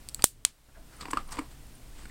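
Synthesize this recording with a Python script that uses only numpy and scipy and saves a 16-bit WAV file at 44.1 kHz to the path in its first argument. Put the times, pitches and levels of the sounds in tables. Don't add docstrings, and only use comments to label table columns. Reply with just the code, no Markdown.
import sys
import numpy as np
from scipy import signal
from scipy.fft import rfft, irfft, next_fast_len
from scipy.io import wavfile
from scipy.ndimage import minimum_filter1d, map_coordinates

SR = 44100
rng = np.random.default_rng(int(sys.argv[2]) if len(sys.argv) > 2 else 0)


def unload_wav(signal):
    wavfile.write(
        sys.argv[1],
        SR,
        np.round(np.clip(np.atleast_2d(signal).T, -1, 1) * 32767).astype(np.int16),
    )


N = 92610


def amp(db):
    return 10 ** (np.asarray(db) / 20)


def unit(x):
    return x / np.sqrt(np.mean(x ** 2) + 1e-20)


def along(points, hz):
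    f, value = np.transpose(points)
    return np.interp(np.log(hz + 1), np.log(f + 1), value)


def since(s):
    return np.maximum(np.arange(N) / SR - s, 0)


def wobble(rate):
    points = rng.standard_normal(N // 8)
    return map_coordinates(points, [np.arange(N) * rate / SR], mode="wrap")


def filtered(x, response):
    size = next_fast_len(N + SR // 2)
    hz = np.fft.rfftfreq(size, 1 / SR)
    return irfft(rfft(x, size) * response(hz), size)[:N]


def noise(colour, tilt_db=0):
    def response(hz):
        octaves = np.log2(np.maximum(hz, 700) / 700)
        return amp(along(colour, hz) + tilt_db * octaves)
    return unit(filtered(rng.standard_normal(N), response))


def swell(s, spread):
    return np.exp(-.5 * ((since(0) - s) / spread) ** 2)


def struck(s, modes, damp_s=1):
    t = np.arange(SR // 5) / SR
    ring = np.zeros(len(t))
    for k, (hz, width, db) in enumerate(modes):
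        sign = (-1) ** k
        strength = amp(db) * 2 * np.pi * width / SR
        ring += sign * strength * np.exp(-np.pi * width * t) * np.sin(2 * np.pi * hz * t)
    out = np.zeros(N + SR)
    out[round(s * SR):][:len(t)] = ring * np.exp(-(t / damp_s) ** 2)
    return out[:N]


# f/Hz, time to fall by 60 dB/s
ROOM_DECAY = [(100, 0.11), (1000, 0.2), (4000, 0.15), (8000, 0.19), (16000, 0.45)]
# f/Hz, relative level/dB
ROOM_COLOUR = [(100, 9), (1200, -1.5), (3000, -1), (8500, 3.5), (12000, -3.5), (16000, 0.5)]
# delay t/s, gain (plain ratio)
WALL_ECHOES = [(.0055, .15), (0.0101, 0.082), (0.0145, 0.16)]


def room(x):
    hz, t, grains = signal.stft(rng.standard_normal(SR // 2), SR, nperseg=256)
    fade_db = -60 * t / along(ROOM_DECAY, hz)[:, None]
    colour_db = along(ROOM_COLOUR, hz)[:, None]
    answer = signal.istft(grains * amp(colour_db + fade_db), SR, nperseg=256)[1]
    answer = answer / np.linalg.norm(answer)
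    for delay, gain in WALL_ECHOES:
        answer[round(delay * SR)] += gain
    return signal.fftconvolve(x, answer)[:N]


# f/Hz, relative level/dB
HISS_COLOUR = [(20, -10.5), (100, -5.5), (300, -10), (650, -11), (1300, -13.5), (2400, -15.5), (4500, -17),
               (6600, -18.5), (7600, -17.5), (8400, -18), (9100, -19), (10000, -19.5), (16000, -23)]
# f/Hz, relative level/dB
RUMBLE_COLOUR = [(8, -4), (15, 15), (40, 3.5), (60, 1), (87, -10), (130, -2), (170, -14), (280, -12),
                 (420, -21.5), (900, -29.5), (3000, -76)]
# t/s, level/dB
RUMBLE_LEVEL = [(0, -46), (.22, -49), (0.301, -48), (.47, -46.5), (.56, -57.5), (0.671, -55.5), (.8, -45.5),
                (1.001, -51.5), (1.298, -48), (1.42, -50), (1.62, -48), (1.8, -50), (2.1, -47)]
# f/Hz, level/dB when the rumble is at its median level
HUM = [(55.6, -57.5), (119.5, -64), (219, -70.5), (302, -71.5)]
# f/Hz, level/dB
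WHINE = [(8538, -74), (8607, -82.5), (9356, -84)]
HISS_DB, RUMBLE_SWING_DB = -57.5, 2
HUM_FOLLOWS = 1.1
TONE_DRIFT = 0.21


def steady_tones(table):
    out = np.zeros(N)
    for hz, db in table:
        phase = 2 * np.pi * hz * since(0) + TONE_DRIFT * wobble(14)
        out += amp(db) * np.sqrt(2) * np.sin(phase)
    return out


def background():
    hiss = amp(HISS_DB) * noise(HISS_COLOUR)
    level_db = np.interp(since(0), *np.transpose(RUMBLE_LEVEL))
    rumble = amp(level_db + RUMBLE_SWING_DB * wobble(2.3)) * noise(RUMBLE_COLOUR)
    hum_gain = amp(HUM_FOLLOWS * (level_db - np.median(level_db)))
    return hiss + steady_tones(WHINE) + rumble + hum_gain * steady_tones(HUM)


# t/s, level/dB before fading
STEPS = [(0.686, -34.5), (0.793, -39), (.822, -39), (1.96, -44)]
# f/Hz, relative level/dB
STEP_COLOUR = [(20, 15.5), (60, -5.5), (130, -14), (250, -13.5), (500, -21), (1500, -23), (5000, -66)]
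STEP_S = 0.016


def steps():
    out = np.zeros(N)
    for s, db in STEPS:
        u = since(s) / STEP_S
        out += amp(db) * noise(STEP_COLOUR) * np.exp(-u) * (1 - np.exp(-10 * u))
    return out


# middle t/s, spread/s, f/Hz, level/dB at the middle
SCRAPES = [(0.215, 0.0086, 834, -55.5), (0.762, 0.013, 1560, -54.5), (0.784, 0.015, 670, -54),
           (0.934, 0.021, 1450, -61.5), (1.008, 0.013, 1240, -53), (1.015, 0.0029, 4560, -42.5),
           (1.061, 0.014, 1060, -58), (1.069, 0.018, 780, -52), (1.114, 0.0021, 7970, -36),
           (1.144, 0.01, 1060, -46), (1.311, 0.021, 1080, -51), (1.321, 0.0066, 5500, -50),
           (1.328, 0.0022, 4300, -43.5), (1.327, 0.005, 930, -42), (1.357, 0.01, 1060, -48)]
SCRAPE_Q = 8.3


def scrapes():
    out = np.zeros(N)
    for s, spread, hz, db in SCRAPES:
        width = hz / SCRAPE_Q
        tone = filtered(rng.standard_normal(N), lambda f: 1j * f * width / (hz ** 2 - f ** 2 + 1j * f * width))
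        out += amp(db) * unit(tone) * swell(s, spread)
    return out


# middle t/s, spread/s, level/dB at the middle, treble tilt/dB per octave
SCUFFS = [(0.21, 0.0084, -57, -1), (.775, 0.016, -54.5, -8), (0.949, 0.024, -57, -2.5),
          (1.012, 0.0066, -47.5, 0.5), (1.028, .005, -42, -2.5), (1.074, 0.071, -53, -3.5),
          (1.109, 0.0026, -38.5, -0.5), (1.173, 0.0054, -50, -8), (1.183, 0.026, -44.5, -5),
          (1.291, 0.0023, -49, -1), (1.3262, 0.0056, -40.5, 6.5), (1.337, 0.016, -44.5, -2),
          (1.381, 0.0037, -41, -3.5), (1.392, 0.0021, -40.5, 9), (1.399, 0.039, -47.5, -5.5),
          (1.455, .003, -63, 3), (1.52, 0.01, -58, -1), (2.004, 0.045, -54, -1.5), (2.095, 0.019, -59, -1)]
# f/Hz, relative level/dB
CLOTH_COLOUR = [(100, 1.5), (280, 5), (620, -6.5), (1050, 1.5), (1600, -0.5), (2600, -2), (3600, -3.5),
                (4700, -2), (6300, -9), (8200, 2), (10500, -19.5), (16000, -30.5)]
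FIBRE_DB, FIBRES_PER_S = 2.5, 700


def rustle():
    out = np.zeros(N)
    for s, spread, db, tilt in SCUFFS:
        grainy = unit(noise(CLOTH_COLOUR, tilt) * amp(FIBRE_DB * wobble(FIBRES_PER_S)))
        out += amp(db) * grainy * swell(s, spread)
    return out


# t/s, thud level/dB, knock f/Hz, knock level/dB, crack level/dB before its fade
KNOCKS = [(.1930, -20.5, 1272, -10, -41), (1.0090, -2.5, 1210, 1, -43.5), (1.03, -14, 1150, -1, -73),
          (1.0544, 6, 960, 0.5, -39), (1.083, 10.5, 980, 0, -44), (1.1319, 20, 1049, 16, -28),
          (1.1713, 3, 1210, 20, -30), (1.1819, -4, 1204, 11.5, -57), (1.3694, 9.5, 1050, -5, -37.5),
          (1.3861, 20, 1007, 10.5, -36.5), (1.3897, 19.5, 1188, 6, -31.5), (2.0542, -18, 1435, -7, -41.5),
          (2.0965, -25, 1930, -8, -67)]
# f/Hz, width/Hz, relative level/dB
THUD_MODES = [(268.5, 27, 0.5), (303, 40, -1), (449, 46, -10.5)]
# ratio to the knock's f, width/Hz, relative level/dB
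KNOCK_MODES = [(0.841, 150, -8.5), (1, 90.8, 6), (1.139, 183, -4), (2.55, 350, -14.5)]
# f/Hz, relative level/dB
CRACK_COLOUR = [(200, 6.5), (900, -6), (1700, 0.5), (2700, 0), (3700, -13), (4600, -7.5), (6300, -21),
                (8200, -8.5), (11000, -27.5), (16000, -26)]
CRACK_S = .003
CONTACT_HZ = 2200


def knocks():
    body, cracks = np.zeros(N), np.zeros(N)
    for s, thud_db, knock_hz, knock_db, crack_db in KNOCKS:
        body += amp(thud_db) * struck(s, THUD_MODES)
        ring_modes = [(knock_hz * ratio, width, db) for ratio, width, db in KNOCK_MODES]
        body += amp(knock_db) * struck(s, ring_modes)
        u = since(s) / CRACK_S
        cracks += amp(crack_db) * noise(CRACK_COLOUR) * 2 * np.exp(-u) * (1 - np.exp(-4 * u))
    softened = filtered(body, lambda hz: 1 / (1 + (hz / CONTACT_HZ) ** 2))
    return softened + cracks


# f/Hz, width/Hz, relative level/dB
TAG_MODES = [(2450, 350, -18.5), (3500, 360, -14), (4550, 130, 0), (6350, 500, -16), (7200, 200, -5),
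             (8200, 300, 0), (8500, 130, 1), (9300, 210, -6.5), (10900, 600, -12.5), (11700, 400, -16),
             (14600, 900, -16.5)]
# t/s, level/dB added to the modes, tilt/dB per octave, pitch ratio
TICKS = [(.0878, 2, -0.5, 1), (.0943, -11.5, -7, 1.2), (.1030, -35, -7, 0.96), (.1140, -40.5, -1, 1.15),
         (.1459, 8, 3.5, 0.97), (.2223, 3.5, -6, 1.02), (.2395, -8, -8.5, 0.76), (1.0100, -12, -7, 0.98),
         (1.1078, -15, -2, 1.3), (1.11, -13, -2, 1.06), (1.3095, -14.5, 8.5, 1.2), (1.3263, -8, -3.5, 1.04),
         (1.3570, -14, -2, 1.1)]
# t/s, starting level/dB
TINKLES = [(.966, -50), (.983, -56), (1.277, -49), (1.668, -55), (1.752, -48), (2.032, -52)]
FUR_DAMP_S = .0028
RIM_HZ, RIM_T60_S = 9280, .04


def tags():
    out = np.zeros(N)
    pivot_hz = TAG_MODES[5][0]
    for s, db, tilt, pitch in TICKS:
        modes = [(hz * pitch, width, level + tilt * np.log2(hz / pivot_hz)) for hz, width, level in TAG_MODES]
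        out += amp(db) * struck(s, modes, FUR_DAMP_S)
    for s, db in TINKLES:
        t = since(s)
        out += amp(db - 60 * t / RIM_T60_S) * np.sin(2 * np.pi * RIM_HZ * t)
    return out


# f/Hz, width/Hz, relative level/dB
PRESS_MODES = [(3660, 600, -6), (4174, 220, -13.5), (4646, 140, -25), (6000, 660, -6.5), (7320, 255, 2),
               (8140, 420, -3), (9150, 500, -0.5), (9670, 320, 2.5), (10400, 250, -5), (11850, 420, -21.5),
               (12360, 284, -5), (14680, 900, -10), (15550, 120, -12.5)]
# f/Hz, width/Hz, relative level/dB
RELEASE_MODES = [(996, 680, -13), (2025, 920, -11.5), (3290, 284, -1.5), (4210, 195, -4), (4730, 280, -5),
                 (5910, 240, -2), (6770, 160, -1.5), (7520, 214, 3), (8030, 450, -1), (9180, 260, 3),
                 (10200, 120, -17), (12100, 160, -26), (13600, 1300, -16), (15200, 230, -22)]
# t/s, level/dB added to the modes, low push level/dB, room level/dB, room tilt/dB per octave,
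# wall echo level/dB relative to the snap
SNAPS = [(0.2417, 26, 21.5, -23, 1.5, -13.5), (0.4501, 25.5, 3, -32, -5, -28.5)]
# f/Hz, relative level/dB
SNAP_TAIL_COLOUR = [(200, -37.5), (900, -21), (2200, -11), (4300, -3.5), (6300, -4), (8400, 2.5),
                    (10000, 0), (11500, -11.5), (14000, -5.5), (16000, -14.5)]
# f/Hz, level/dB added to the echo
ECHO_COLOUR = [(1000, -11.5), (3000, -7), (6500, -12), (8600, 4.5), (10500, -16.5), (16000, -13)]
PUSH_S, THUMB_DAMP_S, ECHO_S = .00011, 0.01, .0151
TAIL_EARLY_T60_S, TAIL_LATE_T60_S, TAIL_LATE_DB = .13, 0.2, -10


def clicker():
    out = np.zeros(N)
    for snap_row, modes in zip(SNAPS, (PRESS_MODES, RELEASE_MODES)):
        s, db, push_db, room_db, tilt, echo_db = snap_row
        t = since(s)
        snap = amp(db) * struck(s, modes, THUMB_DAMP_S)
        push = -amp(push_db) * t / PUSH_S * np.exp(-t / PUSH_S) / (PUSH_S * SR)
        late_snap = struck(s + ECHO_S, modes, THUMB_DAMP_S)
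        echo = amp(db + echo_db) * filtered(late_snap, lambda hz: amp(along(ECHO_COLOUR, hz)))
        fade = amp(-60 * t / TAIL_EARLY_T60_S) + amp(TAIL_LATE_DB - 60 * t / TAIL_LATE_T60_S)
        tail = amp(room_db) * (t > 0) * fade * noise(SNAP_TAIL_COLOUR, tilt)
        out += snap + push + echo + tail
    return out


TAG_ROOM_DB, DOG_ROOM_DB = -15.5, -11


def scene():
    behind = background() + steps()
    paws = scrapes() + rustle() + knocks()
    collar = tags()
    answer = room(amp(TAG_ROOM_DB) * collar + amp(DOG_ROOM_DB) * paws)
    return (behind + paws + collar + answer + clicker())[None]


DUCK_FROM_DB, DUCK_MAX_DB = -13.5, 8.5
DUCK_ATTACK_S, DUCK_HOLD_S, RECOVER_DB_PER_S = .006, 0.17, 27
CLIP_AT, TOP_HZ = .9, 16200


def record(dry):
    x = dry[0]
    over_db = np.clip(20 * np.log10(np.abs(x) + 1e-9) - DUCK_FROM_DB, 0, DUCK_MAX_DB)
    half = int(DUCK_HOLD_S * SR / 2)
    held_db = -minimum_filter1d(-over_db, 2 * half + 1, origin=half, mode="constant")
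    ramp = RECOVER_DB_PER_S * since(0)
    target_db = np.maximum.accumulate(held_db + ramp) - ramp
    pole = np.exp(-1 / (DUCK_ATTACK_S * SR))
    duck_db = signal.lfilter([1 - pole], [1, -pole], target_db)
    clipped = np.clip(x * amp(-duck_db), -CLIP_AT, CLIP_AT)
    return filtered(clipped, lambda hz: 1 / (1 + (hz / TOP_HZ) ** 80))[None]


dry = scene()
out = record(dry)
unload_wav(out)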